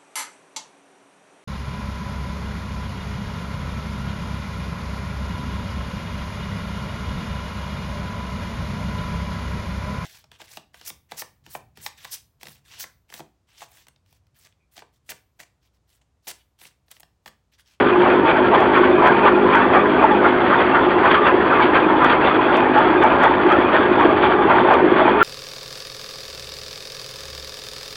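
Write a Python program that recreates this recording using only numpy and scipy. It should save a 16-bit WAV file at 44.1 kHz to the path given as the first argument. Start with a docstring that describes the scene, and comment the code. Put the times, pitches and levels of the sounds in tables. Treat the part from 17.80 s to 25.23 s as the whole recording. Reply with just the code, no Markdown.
"""A motor on a wooden frame outdoors cranks a soil sieve to and fro, four strokes a second.
From the start the motor drones through the frame, which shakes and now and then thumps.
On each stroke the tray rumbles on small wheels, scrapes its rails and rattles its wire mesh;
80 ms later it rebounds. At times it clatters, or sticks and judders on the rails. Faint, bright
clicks sound on some of the loudest peaks. In each lull the drone comes back up; it runs to the end."""
import sys
import numpy as np
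from scipy import signal
from scipy.fft import rfft, irfft
from scipy.io import wavfile
from scipy.ndimage import uniform_filter1d, minimum_filter1d

SR = 44100
rng = np.random.default_rng(int(sys.argv[2]) if len(sys.argv) > 2 else 0)


def materialize(psi):
    """Save the field psi as 16-bit PCM at rate SR to the path in sys.argv[1].

    A 1-D psi becomes a single channel; in a 2-D psi each row is a channel.
    """
    bounded = np.clip(np.atleast_2d(psi).T, -1, 1)
    quanta = np.round(bounded * 32767).astype(np.int16)
    wavfile.write(sys.argv[1], SR, quanta)


N = 327663
TIME_S = np.arange(N) / SR

# frame shake spectrum: freq_hz, gain_db
SHAKE_SPECTRUM = [(15, -23), (30, -20.5), (60, -4), (100, -2.5), (170, 0.5), (240, 2), (400, 6), (700, -10),
                  (2000, -65)]
# wooden frame modes: freq_hz, width_hz, gain_db
FRAME_MODES = [(286, 120, -5), (340, 28, 5.5), (375.8, 29, -2.5)]
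# harder knocks of the frame: peak_s, level_db
FRAME_THUMPS = [(.33, -16), (1.0, -19.5), (1.361, -16.5), (2.935, -20), (3.0, -19), (3.04, -23),
                (3.56, -18), (3.85, -16.5), (4.1, -17), (4.389, -17), (4.58, -15), (5.1, -19.5),
                (5.67, -15), (5.79, -20), (6.25, -13), (7.05, -14.5), (7.35, -18.5)]
# shaft speed: time_s, speed_hz
MOTOR_SPEED = [(0.0, 52.5), (0.06, 51.3), (0.99, 51.9), (2.69, 51.3), (2.96, 52.7), (3.02, 51.9),
               (4.51, 52.0), (4.63, 51.2), (5.03, 51.7), (6.58, 51.8), (6.66, 51.0), (6.81, 51.9),
               (7.08, 51.5), (7.43, 52.4)]
# motor's direct sound: time_s, nearness_db
MOTOR_NEARNESS = [(0, 0), (1.2, 3), (2.4, 1), (3.05, -2), (3.55, 0), (4.2, -4), (5.2, -2), (6.4, .5),
                  (7.43, 1)]
# motor hum: shaft_harmonic, level_db, nearness_db_per_db
HUM_PARTIALS = [(3, -28.5, 2.9), (4, -11.5, 2), (5, -4.5, 0.6), (6, -4, -0.5), (7, 2, 1.5), (8, -3, 1),
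                (10, -11, 0.6), (11, -16.5, 1.5), (12, -16.5, 0.6)]
# pull and push in turn: peak_s, rumble_db, scrape_db, rattle_db, rebound_re_stroke_db
TRAY_STROKES = [(-0.005, -15, -13.5, -25, -32), (0.268, -16, -22, -34.5, -7.5),
                (0.491, -18, -19.5, -27, -3.5), (0.749, -13, -19, -30, -4.5),
                (0.969, -19.5, -17, -27, -11.5), (1.253, -12, -15, -26, -7.0),
                (1.464, -16, -16.0, -26, -13.5), (1.747, -19.5, -17.5, -32, -3.5),
                (1.957, -14.5, -16.5, -32, -8.5), (2.232, -14.5, -15.5, -26.5, -11.5),
                (2.454, -18, -16.5, -30.5, -14), (2.735, -15.5, -16.5, -31, -4),
                (2.962, -24, -18, -30, -16.5), (3.26, -17.5, -17, -30, -9.5), (3.475, -18.5, -16, -28, -20),
                (3.732, -21.5, -18.5, -30.5, -1), (3.965, -18.5, -19.5, -26, -11.5),
                (4.242, -18, -15, -25.5, -4), (4.46, -21, -18, -25, -11.5), (4.761, -15.5, -18, -27, -9),
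                (4.98, -16, -13.5, -23, -10.5), (5.246, -18, -14, -25.5, -5.5),
                (5.449, -15.5, -15, -30, -20), (5.734, -16, -17.5, -27.5, -4),
                (5.944, -18.5, -16, -25.5, -9), (6.228, -14, -18, -27.5, -11), (6.442, -19.5, -26, -29, -8),
                (6.714, -16.5, -18, -29, -2), (6.92, -11, -17.5, -25, -11), (7.195, -16.5, -20, -29.5, -3),
                (7.439, -26.5, -14, -24, -9)]
# steady rolling under the strokes: rumble_db, scrape_db, rattle_db
ROLLING_LEVELS = (-21.5, -24.5, -34)
# nearness of the rolling tray: time_s, gain_db
ROLLING_NEARNESS = [(0, 0.5), (1.7, 0), (3.5, 1.7), (5.3, 1), (7.43, -0.5)]
# wheel rumble spectrum: freq_hz, gain_db
WHEEL_SPECTRUM = [(200, -27), (400, -5.5), (500, -4), (650, -4), (780, -2.5), (860, -1.5), (1000, -5),
                  (1150, -6.5), (1500, -30), (3000, -48.5)]
# rail and board spectrum: freq_hz, gain_db
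RAIL_SPECTRUM = [(600, -28), (950, 2), (1150, 5.5), (1400, 5.5), (1650, 4), (2000, -2.5), (2400, -14),
                 (3200, -52)]
# wire mesh spectrum: freq_hz, gain_db
MESH_SPECTRUM = [(1500, -12.5), (2000, -3.5), (2250, 1), (2550, -2), (2850, -4), (3100, -2), (3350, -3),
                 (3520, -11.5), (3720, -14), (4050, -21), (4300, -23), (4550, -19), (4750, -32.5),
                 (5100, -43)]
# modes of the boards, metal corners and wires: freq_hz, gain_db
RING_MODES = [(560, -8), (640, -2.5), (735, -6.5), (850, -0.5), (915, -1), (1010, -0.5), (1105, -4.5),
              (1190, 0), (1310, -4), (1400, -2), (1510, -1.5), (1630, -2), (1790, -5), (1960, -9),
              (2130, 0), (2290, -0.5), (2470, 2.5), (2680, -2.5), (3350, -4), (3500, -7)]
# tray catching on its rails: start_s, level_db, pitch_hz, length_s
RAIL_JUDDERS = [(0.724, -11, 900, 0.018), (0.963, -9, 1065, 0.026), (1.217, -10.5, 976, 0.053),
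                (1.753, -7.5, 977, 0.014), (2.228, -12.5, 855, 0.031), (2.709, -12, 1216, 0.028),
                (3.344, -12.5, 1397, 0.017), (3.352, -13.5, 1131, 0.056), (3.717, -10.5, 1360, 0.021),
                (3.79, -4.5, 1153, 0.011), (4.207, -15.5, 980, 0.037), (4.762, -21, 853, 0.012),
                (4.961, -9, 855, .045), (5.234, -7, 870, 0.041), (5.46, -6.5, 869, 0.016),
                (5.705, -16, 1334, 0.055), (6.204, -16, 1112, 0.048), (6.88, -11.5, 863, 0.029),
                (6.912, -20, 1110, 0.021), (7.41, -9, 1382, .04)]
# bursts of impacts in the tray: start_s, wood_db, wire_db, decay_s
TRAY_CLATTERS = [(.3, -18.5, -25, 0.032), (.49, -28.5, -31, .04), (0.746, -21, -27, 0.025),
                 (.962, -11.5, -20.5, 0.017), (1.258, -22, -25.5, 0.027), (1.452, -21, -25, 0.033),
                 (1.746, -14, -26, 0.02), (1.949, -18.5, -31, 0.024), (2.236, -23, -38, 0.017),
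                 (2.8, -20, -23, .03), (2.945, -12, -31, .035), (3.185, -18.5, -26, 0.028),
                 (3.31, -11, -13.5, 0.016), (3.342, -15, -18, 0.032), (3.468, -12, -21, 0.016),
                 (3.605, -17.5, -28, 0.034), (3.82, -28, -17, 0.032), (3.955, -11.5, -39, 0.017),
                 (4.297, -16, -15.5, 0.027), (4.41, -18, -32, 0.025), (5.101, -23, -29, 0.017),
                 (5.4, -19.5, -31, 0.016), (5.72, -16.5, -35, 0.017), (6.207, -14.5, -30, 0.016),
                 (6.37, -19, -23, 0.017), (6.43, -15.5, -27, 0.02), (6.62, -18.5, -33, 0.029),
                 (6.881, -26, -42, 0.023), (7.195, -17, -26, 0.024)]
# faint clicks on some of the loudest peaks: start_s, impulse_db
PEAK_CLICKS = [(.806, -18.5), (0.983, -22.5), (1.275, -13), (1.756, -14), (2.245, -21.5), (3.483, -24),
               (4.246, -11), (4.771, -14), (4.988, -17), (5.237, -14), (5.436, -11), (5.722, -16.5),
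               (6.209, -22), (6.938, -16)]


def from_db(db):
    """Decibels to gain."""
    return 10 ** (np.asarray(db) / 20)


def unit_rms(x):
    """Scale to rms 1."""
    return x / np.sqrt(np.mean(x ** 2) + 1e-20)


def curve(rows):
    """Breakpoints (time_s, value) at every sample."""
    return np.interp(TIME_S, *np.transpose(rows))


def drift(rate_hz):
    """Smooth random wander, rms 1."""
    step, settle = 40, 2000
    pole = np.exp(-2 * np.pi * rate_hz * step / SR)
    noise = rng.standard_normal(N // step + settle + 2)
    slow = signal.lfilter([1], [1, -2 * pole, pole * pole], noise)[settle:]
    return np.interp(np.arange(N) / step, np.arange(len(slow)), unit_rms(slow))


def swells(peak_s, level_db, rise_s, fall_s):
    """Summed gain of two-sided Gaussian swells."""
    coarse_s = TIME_S[::50]
    gap_s = coarse_s - peak_s[:, None]
    shapes = np.exp(-(gap_s / np.where(gap_s < 0, rise_s, fall_s)) ** 2)
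    return np.interp(TIME_S, coarse_s, from_db(level_db) @ shapes)


def resonance(x, hz, width_hz):
    """Two-pole resonance, peak gain 1."""
    radius = np.exp(-np.pi * width_hz / SR)
    feedback = [1, -2 * radius * np.cos(2 * np.pi * hz / SR), radius ** 2]
    return signal.lfilter(np.array([1, 0, -1]) * (1 - radius ** 2) / 2, feedback, x + 1e-18)


def body(x, spectrum, size=8192):
    """Minimum-phase response of a body to x, rms 1."""
    hz, db = np.transpose(spectrum)
    bins_hz = np.arange(size // 2 + 1) * SR / size
    gain = from_db(np.interp(np.log(bins_hz + 1), np.log(hz), db))
    cepstrum = irfft(np.log(gain))
    cepstrum[1:size // 2] *= 2
    cepstrum[size // 2 + 1:] = 0
    impulse_response = irfft(np.exp(rfft(cepstrum)))
    return unit_rms(signal.fftconvolve(x, impulse_response)[:N])


def contacts(per_s, spread_db):
    """Tiny random impacts of uneven size."""
    sizes = from_db(spread_db * np.clip(rng.standard_normal(N), -2, 2)) * rng.choice([-1, 1], N)
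    return sizes * (rng.random(N) < per_s / SR)


def peak_clicks():
    """Faint, bright clicks: band-passed impulses at listed times."""
    clicks = np.zeros(N)
    for start_s, db in PEAK_CLICKS:
        clicks[round(start_s * SR)] = from_db(db)
    return signal.sosfilt(signal.butter(1, [4500, 6500], "band", fs=SR, output="sos"), clicks + 1e-18)


def frame_shake(level_db):
    """Low, noisy shake of the whole frame."""
    return from_db(level_db) * body(rng.standard_normal(N), SHAKE_SPECTRUM)


def shaft_angle_rad():
    """Running angle of the motor shaft."""
    return 2 * np.pi * np.cumsum(curve(MOTOR_SPEED)) / SR


def motor_hum(level_db, waver_db, smear_rad):
    """One push a turn gives harmonics; the frame delays each differently."""
    angle_rad, near_db = shaft_angle_rad(), curve(MOTOR_NEARNESS)
    hum = 0
    for k, db, db_per_db in HUM_PARTIALS:
        gain = from_db(db + db_per_db * near_db + waver_db * drift(5))
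        hum += gain * np.cos(k * angle_rad + smear_rad * k * k)
    return from_db(level_db) * unit_rms(hum)


def frame_knocks(level_db, waver_db, bunching):
    """Uneven motor knocks, bunched once a turn, ring the frame; some thump harder."""
    knocks = rng.standard_normal(N) * np.exp(bunching * np.cos(shaft_angle_rad() + 0.43))
    ringing = sum((-1) ** k * from_db(db) * resonance(knocks, hz, width_hz)
                  for k, (hz, width_hz, db) in enumerate(FRAME_MODES))
    ringing = resonance(ringing, hz=335, width_hz=340)
    ringing /= np.sqrt(uniform_filter1d(ringing ** 2, size=3500))  # even out the power
    thumps = swells(*np.transpose(FRAME_THUMPS), rise_s=0.015, fall_s=0.018)
    return np.hypot(from_db(level_db + waver_db * drift(11)), thumps) * ringing


def motor(throb_hz, throb_db):
    """Drone of hum and knocks; the loose drive makes it throb unevenly."""
    hum = motor_hum(level_db=-19.5, waver_db=2.5, smear_rad=0.2735)
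    knocks = frame_knocks(level_db=-26, waver_db=2, bunching=0.21)
    throb = np.sin(2 * np.pi * np.cumsum(throb_hz + 3 * drift(4.3)) / SR)
    depth = np.clip(1 + 1.1 * drift(2.6), 0, 2)
    return (hum + knocks) * from_db(throb_db * depth * throb)


def clatters(wood_gain_db, wire_gain_db):
    """Bursts of impacts swell in 2 ms and die away in the boards and mesh."""
    wood, wire = np.zeros(N), np.zeros(N)
    for start_s, wood_db, wire_db, decay_s in TRAY_CLATTERS:
        burst = (TIME_S >= start_s) * np.exp(-np.abs(TIME_S - start_s) / decay_s)
        wood += from_db(wood_db + wood_gain_db) * burst
        wire += from_db(wire_db + wire_gain_db) * burst
    boards = body(contacts(per_s=2500, spread_db=2), RAIL_SPECTRUM)
    mesh = body(contacts(per_s=4000, spread_db=2), MESH_SPECTRUM)
    return uniform_filter1d(wood, size=90) * boards + uniform_filter1d(wire, size=90) * mesh


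def judders(gain_db, wobble, rough_db):
    """Stick-slip rings the tray at an unsteady pitch. Returns sound and grip (0-1)."""
    tones, grip = np.zeros(N), np.zeros(N)
    pitch_ratio = 1 + wobble * drift(70)
    roughness = from_db(rough_db * drift(110))
    for start_s, db, pitch_hz, length_s in RAIL_JUDDERS:
        hold = np.interp(TIME_S - start_s, [0, 0.003, 0.75 * length_s, 1.1 * length_s], [0, 1, 1, 0])
        tones += from_db(db + gain_db) * hold * np.sin(2 * np.pi * np.cumsum(pitch_hz * pitch_ratio) / SR)
        grip = np.maximum(grip, hold)
    return tones * roughness, grip


def stroke_levels_db(rebound_delay_s=0.081):
    """Rumble, scrape and rattle levels: steady rolling plus each stroke and its rebound."""
    peak_s, *peaks_db, rebound_db = np.transpose(TRAY_STROKES)
    levels_db = []
    for peak_db, rolling_db in zip(peaks_db, ROLLING_LEVELS):
        stroke = swells(peak_s, peak_db, rise_s=0.037, fall_s=0.036)
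        rebound = swells(peak_s + rebound_delay_s, peak_db + rebound_db, rise_s=0.038, fall_s=0.038)
        rolling = from_db(rolling_db + curve(ROLLING_NEARNESS))
        levels_db.append(20 * np.log10(np.hypot(stroke + rebound, rolling)))
    return levels_db


def tray_ringing(rumble_db, scrape_db, rattle_db, gain_db, patchy_db, width_ratio):
    """As the contact points move, now one mode rings out, now another."""
    out = 0
    for hz, db in RING_MODES:
        drive_db = rumble_db if hz < 1100 else scrape_db if hz < 2100 else rattle_db
        width_hz = width_ratio * hz
        mode = resonance(resonance(rng.standard_normal(N), hz, width_hz), hz, width_hz)
        wander_db = patchy_db * np.clip(drift(11), -2, 1.5)
        out += from_db(db + drive_db + gain_db + wander_db) * unit_rms(mode)
    return out


def tray(wheel_db, rail_db, mesh_db, jolt_db, buzz_db):
    """Wheels roll on rough wood; rails scrape and mesh chatters, jolting and buzzing with the shaft."""
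    rumble_db, scrape_db, rattle_db = stroke_levels_db()
    flutter_db = jolt_db * drift(14) - buzz_db * np.cos(shaft_angle_rad())
    wheels = body(contacts(per_s=6000, spread_db=2), WHEEL_SPECTRUM)
    rails = body(contacts(per_s=3000, spread_db=5.5), RAIL_SPECTRUM)
    mesh = body(contacts(per_s=5000, spread_db=6), MESH_SPECTRUM)
    return (from_db(rumble_db + wheel_db) * wheels
            + from_db(scrape_db + rail_db + flutter_db) * rails
            + from_db(rattle_db + mesh_db + flutter_db) * mesh
            + tray_ringing(rumble_db, scrape_db, rattle_db, gain_db=-14, patchy_db=8, width_ratio=0.063))


def ducking(trigger, db_per_db):
    """Gain that dips while the trigger is loud and rises in its lulls."""
    loud_db = 10 * np.log10(uniform_filter1d(trigger ** 2, size=1300))
    return from_db(-db_per_db * (loud_db - loud_db.mean()))


def scene():
    """Motor, frame and sieve from close by, mono."""
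    drone = motor(throb_hz=18.2, throb_db=2)
    shake = frame_shake(level_db=-24.5)
    sliding = tray(wheel_db=-1, rail_db=-2.5, mesh_db=-1, jolt_db=1.96, buzz_db=0.5)
    judder, grip = judders(gain_db=-2, wobble=0.0317, rough_db=4)
    sliding *= from_db(-3.5 * grip)  # a caught tray slides less freely
    sieve = sliding + judder + clatters(wood_gain_db=0.8, wire_gain_db=-3.5)
    return (drone * ducking(sieve, db_per_db=0.45) + shake + sieve)[None]


def limiter(x, ceiling):
    """The gain dips for a few ms around each peak above the ceiling."""
    allowed = np.minimum(1, ceiling / (np.abs(x) + 1e-9))
    return x * uniform_filter1d(minimum_filter1d(allowed, size=180), size=180)


def record(dry, treble_hz=4850, cutoff_hz=15800):
    """Small microphone: dull treble and limited peaks, with faint clicks added on top."""
    dull = signal.sosfilt(signal.ellip(10, 0.1, 80, treble_hz, fs=SR, output="sos"), dry)
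    mix = limiter(dull, ceiling=0.96) + peak_clicks()
    return signal.sosfilt(signal.cheby2(12, 70, cutoff_hz, fs=SR, output="sos"), mix)


dry = scene()
out = record(dry)
materialize(out)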